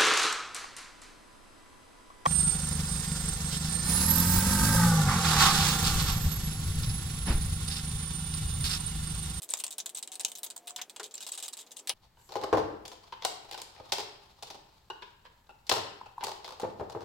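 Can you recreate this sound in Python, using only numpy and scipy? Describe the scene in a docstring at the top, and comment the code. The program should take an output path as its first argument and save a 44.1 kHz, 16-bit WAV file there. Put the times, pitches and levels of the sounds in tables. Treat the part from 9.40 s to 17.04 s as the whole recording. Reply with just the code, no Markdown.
"""First, in eightfold fast motion, a screwdriver backs the screws out of a wall outlet in a plastic box:
stick-slip friction makes ticks and squeaks, pitched up, while a motor drones briefly far off.
Then, at natural speed, a sleeve brushes past and the tool drops on the steel bench. Last, amid rubbing
hands and wires, the outlet is tugged, creaks and snaps out of its box. Throughout, each impact excites
the bench top, the hollow box and the hard parts, and the workshop reverberates."""
import sys
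import numpy as np
from scipy import signal
from scipy.fft import rfft, irfft
from scipy.io import wavfile
from scipy.ndimage import uniform_filter1d

SR = 44100
rng = np.random.default_rng(int(sys.argv[2]) if len(sys.argv) > 2 else 0)


def digitize_waveform(pressure):
    """Quantize a signal to 16-bit integers and store it at the path in sys.argv[1].

    Rows of a 2-D input are taken as channels; values are limited to [-1, 1].
    """
    field = np.atleast_2d(pressure).T
    bounded = np.clip(field, -1, 1)
    quanta = np.round(bounded * 32767).astype(np.int16)
    wavfile.write(sys.argv[1], SR, quanta)


N = 336924
T = np.arange(N) / SR
FAST_SPEED, FAST_END_S = 8, 2.538
BOX_HZ = 850  # pitch of the box when nothing presses on its walls

# Levels are those before mixing; a column ending in _rel_db is relative to its row's level_db.
# twists of the screwdriver in fast motion: start_s, length_s, level_db, clack_rel_db
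TWISTS = [(.02, 0.0032, -32, -11), (0.03, 0.021, -31.5, 0), (0.09, 0.037, -30.5, -12),
          (0.137, 0.00059, -16, -29), (0.171, 0.03, -32, -6), (0.2, 0.0037, -25, -16.5),
          (.2383, .005, -19.5, -25), (0.2655, 0.0029, -27.5, -12), (0.307, 0.022, -29.5, -8),
          (.382, 0.025, -24.5, -15), (0.4596, 0.0071, -24, -13), (0.4933, 0.0051, -33, -7),
          (.551, .038, -31.5, -7.5), (0.627, .007, -26, -23), (0.675, 0.0018, -33, -15),
          (0.718, .03, -31, -17), (0.755, 0.00292, -30.5, -18), (.796, 0.019, -26.5, -18),
          (0.834, .01, -39, -13), (0.8486, 0.00092, -16, -15), (0.882, 0.021, -35, -5),
          (0.917, 0.0019, -31.5, -10), (0.9527, 0.032, -32.5, -3.5), (1.032, .02, -27.5, -0.5),
          (1.064, 0.00287, -34, -16), (1.102, 0.01, -30, -12), (1.163, .003, -36, -1),
          (1.272, .024, -32.5, -7.5), (1.3617, 0.0028, -29, -6), (1.379, 0.0146, -41, -8),
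          (1.415, 0.00465, -28.5, -6), (1.4967, 0.0056, -38, -8), (1.5623, .003, -34, -36),
          (1.597, 0.0045, -32, -16.5), (1.631, .04, -33.5, -13.5), (1.744, 0.021, -37, -6),
          (1.779, 0.0013, -34.5, -12.5), (1.806, 0.02966, -33.5, -12), (1.8661, 0.03, -30, -10),
          (1.92, .036, -31, -11), (1.9765, 0.025, -29, -13), (2.026, 0.03244, -28.5, -12.5),
          (2.0812, 0.0064, -27.5, -12), (2.132, 0.0094, -29, -20), (2.1698, .052, -33.5, -14),
          (2.3172, 0.00534, -35.5, -9), (2.3686, 0.024, -32, -17.5), (2.4731, .016, -28, -6),
          (2.494, 0.0063, -20, -12.5)]
# coupling to the bench as the box is pressed on it: time_s, bench_gain_db
BENCH_COUPLING = [(0, -8), (.55, -5.5), (1.15, -4.5), (1.28, -2), (1.38, 2), (1.55, -1), (1.8, -2),
                  (2.38, -7), (2.47, -1), (2.5, 4.5)]
# the thread squeaks in the plastic, in fast motion: start_s, pitch_hz, level_db, length_s
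THREAD_SQUEAKS = [(.1, 9200, -32.5, 0.0076), (.1065, 8110, -25, 0.0024), (0.546, 8363, -33.5, 0.00672),
                  (0.569, 7925, -36, 0.0074), (1.74, 7500, -34.5, 0.0035), (1.753, 7450, -33, 0.0038),
                  (1.917, 7940, -31.5, 0.007)]
# soft bumps of the hands in fast motion: start_s, level_db, centre_hz, decay_s, width_ratio
HAND_BUMPS = [(1.388, -40.5, 1689, 0.016, 1.4), (1.597, -46.5, 429.4, 0.044, 0.29),
              (1.598, -39, 1207, 0.0145, 0.99)]
# tool or box lands on the bench: start_s, chatter_s, level_db, clack_rel_db
LANDINGS = [(2.891, 0.017, -50.5, 1), (2.921, 0.023, -43.5, 2.5), (2.9553, 0.01, -29.5, -8.5),
            (3.014, 0.012, -38, -5.5), (3.036, 0.0044, -30, -7.5), (3.1275, 0.00695, -17.5, -21),
            (3.1445, 0.0065, -24.5, -19), (3.171, 0.0022, -25.5, -16.5), (3.1803, 0.011, -26, -13.5),
            (4.047, 0.0049, -55.5, 0.5), (4.399, 0.0032, -44, -13), (4.583, 0.017, -37, 6),
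            (5.145, 0.0072, -48, -1.5), (6.365, .014, -32, -3), (7.232, .013, -25, -33.5),
            (7.397, 0.0087, -33.5, -21), (7.411, .012, -31.5, -41), (7.549, 0.014, -30, -34),
            (7.607, .016, -42, -8)]
# the outlet's hard parts catch and snap free: start_s, chatter_s, level_db, tick_rel_db, box_rel_db
OUTLET_SNAPS = [(3.453, 0.0053, -40.5, -10, -5), (3.479, 0.00123, -45.5, 0.5, -6.5),
                (3.517, 0.0085, -44.5, -11, 1.5), (3.823, .02, -35.5, -22, -4.5),
                (3.849, 0.0017, -24, -5, -1.5), (4.112, .021, -34.5, -12, -5),
                (4.177, 0.016, -39.5, -9, -1), (4.2167, 0.0014, -39, -1.5, -8.5),
                (4.521, .0023, -22.5, -12.5, -8), (4.529, 0.0053, -29.5, -5.5, -1.5),
                (5.025, .006, -38, -7.5, -2), (5.071, 0.0084, -48, -8, -8), (5.102, 0.0057, -40, -12.5, -2),
                (6.2676, 0.0062, -47, -7.5, -13), (6.2937, 0.0025, -20.5, -9.5, -8),
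                (6.3144, 0.0009, -21, -24, 0), (6.321, 0.0032, -28.5, -5, 2.5),
                (6.338, .016, -33.5, -2.5, 2), (6.8375, 0.0056, -31.5, -4.5, 0),
                (6.868, 0.031, -34, -9, 3.5), (7.045, 0.011, -38.5, -15.5, -3.5),
                (7.078, 0.03, -40.5, -11, 3.5), (7.198, 0.017, -41.5, -5, 6.5),
                (7.498, 0.02, -45.5, -8.5, 6)]
# fingers and wires tap the lifted box: start_s, chatter_s, pitch_hz, level_db, clack_rel_db
BOX_TAPS = [(2.771, 0.0274, 930, -55.5, -12), (3.7232, 0.0094, 980, -39.5, -2.5),
            (4.142, 0.0041, 880, -37.5, -14), (4.363, 0.023, 746, -47.5, -3.5),
            (5.5006, .004, 910, -32.5, -12), (5.622, .0066, 990, -40, -2), (5.852, 0.011, 987, -46.5, -4.5),
            (6.092, .012, 836, -44, -16), (6.659, 0.0054, 830, -43.5, -13), (6.808, .015, 910, -39.5, -2.5)]
# the outlet squeaks against the box: start_s, pitch_hz, level_db, length_s
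OUTLET_CREAKS = [(3.724, 968, -35.5, .011), (6.6105, 955, -36.5, 0.0084), (6.779, 919, -32, 0.0072),
                 (6.807, 954, -45, 0.0075), (6.8285, 941.5, -29, .009)]
# friction of hands and wires, and of a passing sleeve: time_s, level_db
HAND_LEVELS = [(2.6, -69), (3.6, -61.5), (4.3, -55), (4.95, -60), (5.95, -71), (6.7, -62), (7.6, -62.5)]
SLEEVE_LEVELS = [(2.74, -81), (2.8, -64.5), (2.89, -62.5), (2.96, -77.5)]
# modes of the steel bench top at natural speed: pitch_hz, level_db, t60_s (capped in bench_ring)
BENCH_MODES = [(103, -16, 0.72), (196.3, -6, 1), (312.5, -4.5, 0.65), (352.03, -1.5, 0.19),
               (389.2, -4, 0.35), (439, -7, 0.53), (511.4, -8, 0.94), (575, -12, 0.64), (628, -11.5, 0.98)]
# modes of the hollow plastic box: pitch_ratio, level_db
BOX_MODES = [(1, 6), (1.65, -9), (3.199, -19.5)]
# spectra of the bench's thud and the hard parts' clack and tick at natural speed: frequency_hz, level_db
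THUD_SPECTRUM = [(20, -39.5), (98, -3), (140, -13), (270, -13), (325, -8), (460, 0.5), (650, -6.5),
                 (900, -13), (2000, -61)]
CLACK_SPECTRUM = [(800, -30), (1400, -3), (2400, 0.5), (4200, 5), (5800, -2.5), (8500, -23)]
TICK_SPECTRUM = [(4500, -15), (7000, 5), (9500, -2.5), (13000, -7), (16000, -25)]
# reverberation time of the workshop at natural speed: frequency_hz, t60_s
ROOM_T60 = [(100, 0.96), (260, 0.81), (700, 0.55), (1840, 0.75), (4850, 0.55), (12800, 0.351)]
# distant motor as heard in fast motion: time_s, pitch_hz, level_db
MOTOR_DRONE = [(.68, 757.7, -64), (.95, 713, -72), (1.149, 698, -72), (1.3, 712.6, -59), (1.45, 737, -58)]
# spectra of the still air as heard in fast motion and at natural speed: frequency_hz, density_db
FAST_AIR_SPECTRUM = [(30, -16.5), (140, -15), (220, -1.5), (400, 3), (800, 0), (1500, -9.5), (4000, -13),
                     (16000, -20)]
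AIR_SPECTRUM = [(20, -5.5), (45, -1.5), (120, -4.5), (250, -17), (900, -27.5), (1800, -24.5), (4000, -37),
                (9000, -42), (16000, -35.5)]


def unscrewing():
    """Friction in fast motion: the blade ticks in the slot, the thread squeaks and grinds in the plastic."""
    dry = squeaks(THREAD_SQUEAKS, jitter_rad=.063)
    dry += contacts(slips() + regrips(), FAST_SPEED, box_width_hz=320, ring_db=-24.5, clack_db_per_oct=-9,
                    thud_s=.0082, box_s=.0061, clack_s=.0076)
    grit = rubbing([(300, -19.5), (800, -.5), (2200, -12), (3500, -.5), (5400, -7), (8000, 11),
                    (10500, -23.5), (16000, -9)], grain_db=13, grain_s=.0017)
    dry += undb(-54) * (turning() + .082) * grit
    room = undb(-7) * workshop(dry, FAST_SPEED, bass_db=9, hop_s=.04)
    return undb(-3.5) * dry + room + bumps() + motor() + air(FAST_AIR_SPECTRUM, -63)


def handling():
    """Impact and friction at natural speed: the tool lands, the outlet snaps free, hands and wires rub."""
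    dry = contacts(landings() + snaps(), speed=1, box_width_hz=450, ring_db=-20, clack_db_per_oct=3,
                   thud_s=.0074, box_s=.0051, clack_s=.0041)
    # off the bench the box rings more freely
    dry += contacts(taps(), speed=1, box_width_hz=213, ring_db=-22, clack_db_per_oct=-1,
                    thud_s=.007, box_s=.0041, clack_s=.0044, box_db_per_oct=10)
    dry += squeaks(OUTLET_CREAKS, jitter_rad=.045)
    hands = rubbing([(100, -3), (400, -6.5), (900, 8), (1800, -11), (4200, -.5), (8000, -17),
                     (16000, -26)], grain_db=6, grain_s=.013)
    sleeve = rubbing([(1000, -19), (5500, -13), (7600, -2), (9500, -18), (12500, -5.5), (16000, -27)],
                     grain_db=-1, grain_s=.012)
    dry += gain_curve(HAND_LEVELS) * hands + gain_curve(SLEEVE_LEVELS) * sleeve
    room = undb(-8) * workshop(dry, speed=1, bass_db=-.5, hop_s=.015)
    return undb(-4) * dry + room + air(AIR_SPECTRUM, -66.5)


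def slips(gap_s=.0105, max_chatter_s=.0045, later_db=-4.5, scatter_db=3, max_count=6):
    """Stick-slip: the blade catches as each twist starts; lighter slips follow unevenly while it lasts."""
    rows = []
    for at_s, length_s, db, clack_rel_db in TWISTS:
        coupling_db = np.interp(at_s, *np.transpose(BENCH_COUPLING))
        for k, (late, size, grip, edge) in enumerate(rng.standard_normal((max_count, 4))):
            if k * gap_s < length_s:
                follows = k > 0
                start_s = at_s + gap_s * (k + .16 * late * follows)
                chatter_s = min(length_s, max_chatter_s)
                box_hz = 970 * (1 + .085 * grip)  # the grip shifts the box pitch
                box_db = db + follows * (later_db + scatter_db * size)
                clack_db = box_db + clack_rel_db + 2.8 * edge * follows
                rows.append((start_s, chatter_s, box_hz, box_db + coupling_db, box_db, clack_db))
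    return rows


def landings(box_db=4, box_per_clack=.24, tick_db=-12):
    """Impact drives the bench; the harder it clacks, the more the box joins in."""
    return [(at_s, chatter_s, BOX_HZ, db, db + box_db + box_per_clack * clack_db,
             db + clack_db, db + clack_db + tick_db) for at_s, chatter_s, db, clack_db in LANDINGS]


def snaps(bench_db=-7.5):
    """Sudden release excites the hard parts; the vibration reaches the bench through the box."""
    return [(at_s, chatter_s, BOX_HZ, db + box_db + bench_db, db + box_db, db, db + tick_db)
            for at_s, chatter_s, db, tick_db, box_db in OUTLET_SNAPS]


def taps(bench_db=-11, tick_db=-26):
    """Weak coupling: a tap sounds the lifted box and barely stirs the bench."""
    return [(at_s, chatter_s, box_hz, db + bench_db, db, db + clack_db, db + tick_db)
            for at_s, chatter_s, box_hz, db, clack_db in BOX_TAPS]


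def regrips(span_s=(1.7, 2.42), level_db=-46, box_db=-.5, clack_db=-9, chatter_s=.007, count=22):
    """Light, irregular impacts as the hands shift on box and tool."""
    rows = []
    for k, (late, size) in enumerate(rng.standard_normal((count, 2))):
        at_s = np.interp(k + .45 * late, [0, count], span_s)
        db = level_db + 2.5 * size
        rows.append((at_s, chatter_s, BOX_HZ, db, db + box_db, db + clack_db))
    return rows


def contacts(rows, speed, box_width_hz, ring_db, clack_db_per_oct, thud_s, box_s, clack_s,
             box_db_per_oct=0):
    """Source and filter: each impact is a chattering noise burst shaped by bench, box and hard parts."""
    # rows: start_s, chatter_s, box_hz, bench_db, box_db, clack_db and optionally tick_db
    # speed multiplies the frequencies and divides the decay times thud_s, box_s and clack_s
    n = 8192 // speed
    t, hz = np.arange(n) / SR, freqs(n) / speed
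    bench, parts = np.zeros((2, 2, N))
    treble_octaves = np.log2(np.maximum(hz / 1200, 1))
    burst_gain = np.sqrt(SR / 100 / speed / n)  # the energy of 10 ms / speed at rms 1
    for at_s, chatter_s, box_hz, *levels_db in rows:
        age_s, strength = chatter(t, chatter_s)
        bench_db, clack_db = levels_db[0], levels_db[2]
        # a soft contact, with little tick in it, also gives a duller clack
        tilt_db = clack_db_per_oct + .36 * min(levels_db[-1] - clack_db + 11.5, 0)
        # a cushioned blow, with little clack, pushes longer and gives the bench more bass
        bass_db = np.clip(.35 * (bench_db - clack_db - 35.5), -4, 4) / (1 + (hz / 200) ** 4)
        bodies = [(bench, on_log_axis(THUD_SPECTRUM, hz) + bass_db, thud_s, .28),
                  (parts, box_spectrum(hz, box_hz, box_width_hz, box_db_per_oct), box_s, .6),
                  (parts, on_log_axis(CLACK_SPECTRUM, hz) + tilt_db * treble_octaves, clack_s, .65),
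                  (parts, on_log_axis(TICK_SPECTRUM, hz), .0022, .65)]
        for db, (bus, spectrum_db, decay_s, side_ratio) in zip(levels_db, bodies):
            touches = strength * np.exp(-age_s * speed / decay_s)
            force = np.sqrt(np.sum(touches ** 2, axis=0))  # incoherent touches add in power
            burst = colour(force * noise(n, side_ratio), spectrum_db)
            add(bus, at_s, undb(db) * unit(burst) * burst_gain)
    return parts + bench + undb(ring_db) * convolve(bench, bench_ring(speed))


def chatter(t, chatter_s, scatter_db=.5, later_db=-4, count=4):
    """Rebound: lighter touches follow the first, about half of chatter_s apart; gives age and strength."""
    starts = np.arange(count) + rng.uniform(-.44, .4, count)
    starts[0] = 0
    strength = undb(scatter_db * rng.standard_normal(count) + later_db * (starts > 0))
    age_s = t - starts[:, None] * chatter_s * .48
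    return np.maximum(age_s, 0), strength[:, None] * (age_s >= 0)


def box_spectrum(hz, pitch_hz, width_hz, db_per_oct):
    """Modal response of the hollow box in dB: the strongest resonance rules at each frequency."""
    modes = [db + db_per_oct * np.log2(ratio) + 2 * resonance(hz, ratio * pitch_hz, width_hz)
             for ratio, db in BOX_MODES]
    return np.max(modes, axis=0)


def bench_ring(speed, max_t60_s=.5):
    """The steel bench top rings in decaying modes, each dying within half a second; unit energy."""
    t = np.arange(int(SR / speed)) * speed / SR
    modes = sum(undb(db) * np.cos(2 * np.pi * hz * t) * 1000 ** (-t / min(t60_s, max_t60_s))
                for hz, db, t60_s in BENCH_MODES)
    return unit(modes)[None] / np.sqrt(len(t))


def squeaks(rows, jitter_rad):
    """Self-excited oscillation: plastic sticks and slips in step with the box resonance, nearly pure."""
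    out = np.zeros((2, N))
    for at_s, hz, db, length_s in rows:
        n = int(length_s * SR)
        phase = np.cumsum(2 * np.pi * hz / SR + jitter_rad * rng.standard_normal(n))
        add(out, at_s, undb(db) * unit(np.hanning(n) * np.sin(phase))[None])
    return out


def rubbing(spectrum, grain_db, grain_s):
    """Sliding friction: a hiss that catches unevenly, rms 1; spectrum lists frequency_hz, level_db."""
    catch = undb(grain_db * wander(grain_s))
    return unit(colour(catch * noise(N, .68), on_log_axis(spectrum, freqs(N))))


def turning(run_on_s=.017):
    """Friction follows motion: a smoothed gate, open through each twist and a moment after it."""
    moving = np.zeros(N)
    for at_s, length_s, *_ in TWISTS:
        moving[int(at_s * SR):int((at_s + length_s + run_on_s) * SR)] = 1
    return uniform_filter1d(moving, size=160)


def bumps():
    """Damped resonance: the bench answers each soft push of the hands with a fading band of noise."""
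    out, n = np.zeros((2, N)), SR // 5
    for at_s, db, centre_hz, decay_s, width_ratio in HAND_BUMPS:
        push = colour(noise(n, .106), 2 * resonance(freqs(n), centre_hz, width_ratio * centre_hz))
        add(out, at_s, undb(db) * unit(push) * np.exp(-np.arange(n) / SR / decay_s))
    return out


def workshop(x, speed, bass_db, hop_s, count=5):
    """Reverberation depends on position: as hands and parts move, touches meet different reflections."""
    place = T * speed / hop_s
    out = 0
    for k in range(count):
        offset = (place - k + count / 2) % count - count / 2
        crossfade = np.cos(np.pi / 2 * np.minimum(abs(offset), 1))
        out = out + convolve(x * crossfade, room_tail(speed, bass_db))
    return out


def room_tail(speed, bass_db, build_s=.00045):
    """Diffuse field, unit energy: bands decay exponentially; bass lasts longest, alike in both ears."""
    n = 49152 // speed
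    t, hz = np.arange(n) * speed / SR, freqs(n) / speed
    mid, side = rfft(rng.standard_normal((2, n)))
    spread = np.minimum(hz / 750, 1)
    field = mid + np.array([[1], [-1]]) * side * spread
    edges_hz = np.r_[0, np.geomspace(150, SR, 12)]
    tail = 0
    for low_hz, high_hz in zip(edges_hz, edges_hz[1:]):
        centre_hz = (low_hz + high_hz) / 2
        band = irfft(field * ((hz >= low_hz) & (hz < high_hz)), n)
        gain = undb(bass_db / (1 + (centre_hz / 700) ** 2))
        tail = tail + gain * band * 1000 ** (-t / on_log_axis(ROOM_T60, centre_hz))
    return unit(tail * (1 - np.exp(-t / build_s))) / np.sqrt(n)


def motor(fade_s=.035):
    """Periodic vibration of a far motor: one tone, drifting in pitch and wavering in level."""
    time_s, hz, db = np.transpose(MOTOR_DRONE)
    fade = np.clip(np.minimum(T - time_s[0], time_s[-1] - T) / fade_s, 0, 1)
    level_db = np.interp(T, time_s, db) + 2 * wander(step_s=.03)
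    phase = 2 * np.pi * np.cumsum(np.interp(T, time_s, hz)) / SR
    return fade * undb(level_db) * unit(np.sin(phase))


def air(spectrum, db):
    """Stationary noise: the quiet of the workshop."""
    return undb(db) * unit(colour(noise(N, .13), on_log_axis(spectrum, freqs(N))))


def colour(x, db):
    """Minimum-phase filter with the given dB on each frequency bin."""
    n = x.shape[-1]
    cepstrum = irfft(np.log(undb(db)), n)
    cepstrum[1:n // 2] *= 2
    cepstrum[n // 2 + 1:] = 0
    return irfft(rfft(x) * np.exp(rfft(cepstrum)), n)


def resonance(hz, centre_hz, width_hz):
    """Response of a damped oscillator in dB."""
    hz = np.maximum(hz, 1)
    return -10 * np.log10(1 + ((hz ** 2 - centre_hz ** 2) / (hz * width_hz)) ** 2)


def noise(n, side_ratio):
    """Partly correlated stereo noise with a given side-to-mid ratio."""
    mid, side = rng.standard_normal((2, n))
    return np.array([mid + side_ratio * side, mid - side_ratio * side])


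def wander(step_s):
    """Random modulation: Gaussian values joined by straight lines."""
    knots_s = np.arange(0, T[-1], step_s)
    return np.interp(T, knots_s, rng.standard_normal(len(knots_s)))


def on_log_axis(points, hz):
    """Interpolate (frequency_hz, value) points over log frequency."""
    points_hz, value = np.transpose(points)
    return np.interp(np.log(np.maximum(hz, 1)), np.log(points_hz), value)


def gain_curve(points):
    return undb(np.interp(T, *np.transpose(points)))


def undb(db):
    return 10 ** (np.asarray(db) / 20)


def unit(x):
    """Scale to rms 1."""
    return x / np.sqrt(np.mean(x ** 2) + 1e-30)


def freqs(n):
    return np.fft.rfftfreq(n, 1 / SR)


def add(bus, at_s, x):
    start = max(int(at_s * SR), 0)
    bus[:, start:start + x.shape[1]] += x[:, :N - start]


def convolve(x, response):
    return signal.fftconvolve(x, response, axes=-1)[:, :N]


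def scene():
    """Unscrewing, then handling; a level difference between the ears sets both slightly to the left."""
    fast = T < FAST_END_S
    balance_db = np.where(fast, .5, 1.6)
    return np.where(fast, unscrewing(), handling()) * undb(np.array([[.5], [-.5]]) * balance_db)


def record(dry):
    """Band limiting: a steep low-pass filter removes the highest treble."""
    cutoff_hz = 15900
    return signal.sosfilt(signal.ellip(10, .2, 75, cutoff_hz, fs=SR, output="sos"), dry)


dry = scene()
out = record(dry)
digitize_waveform(out)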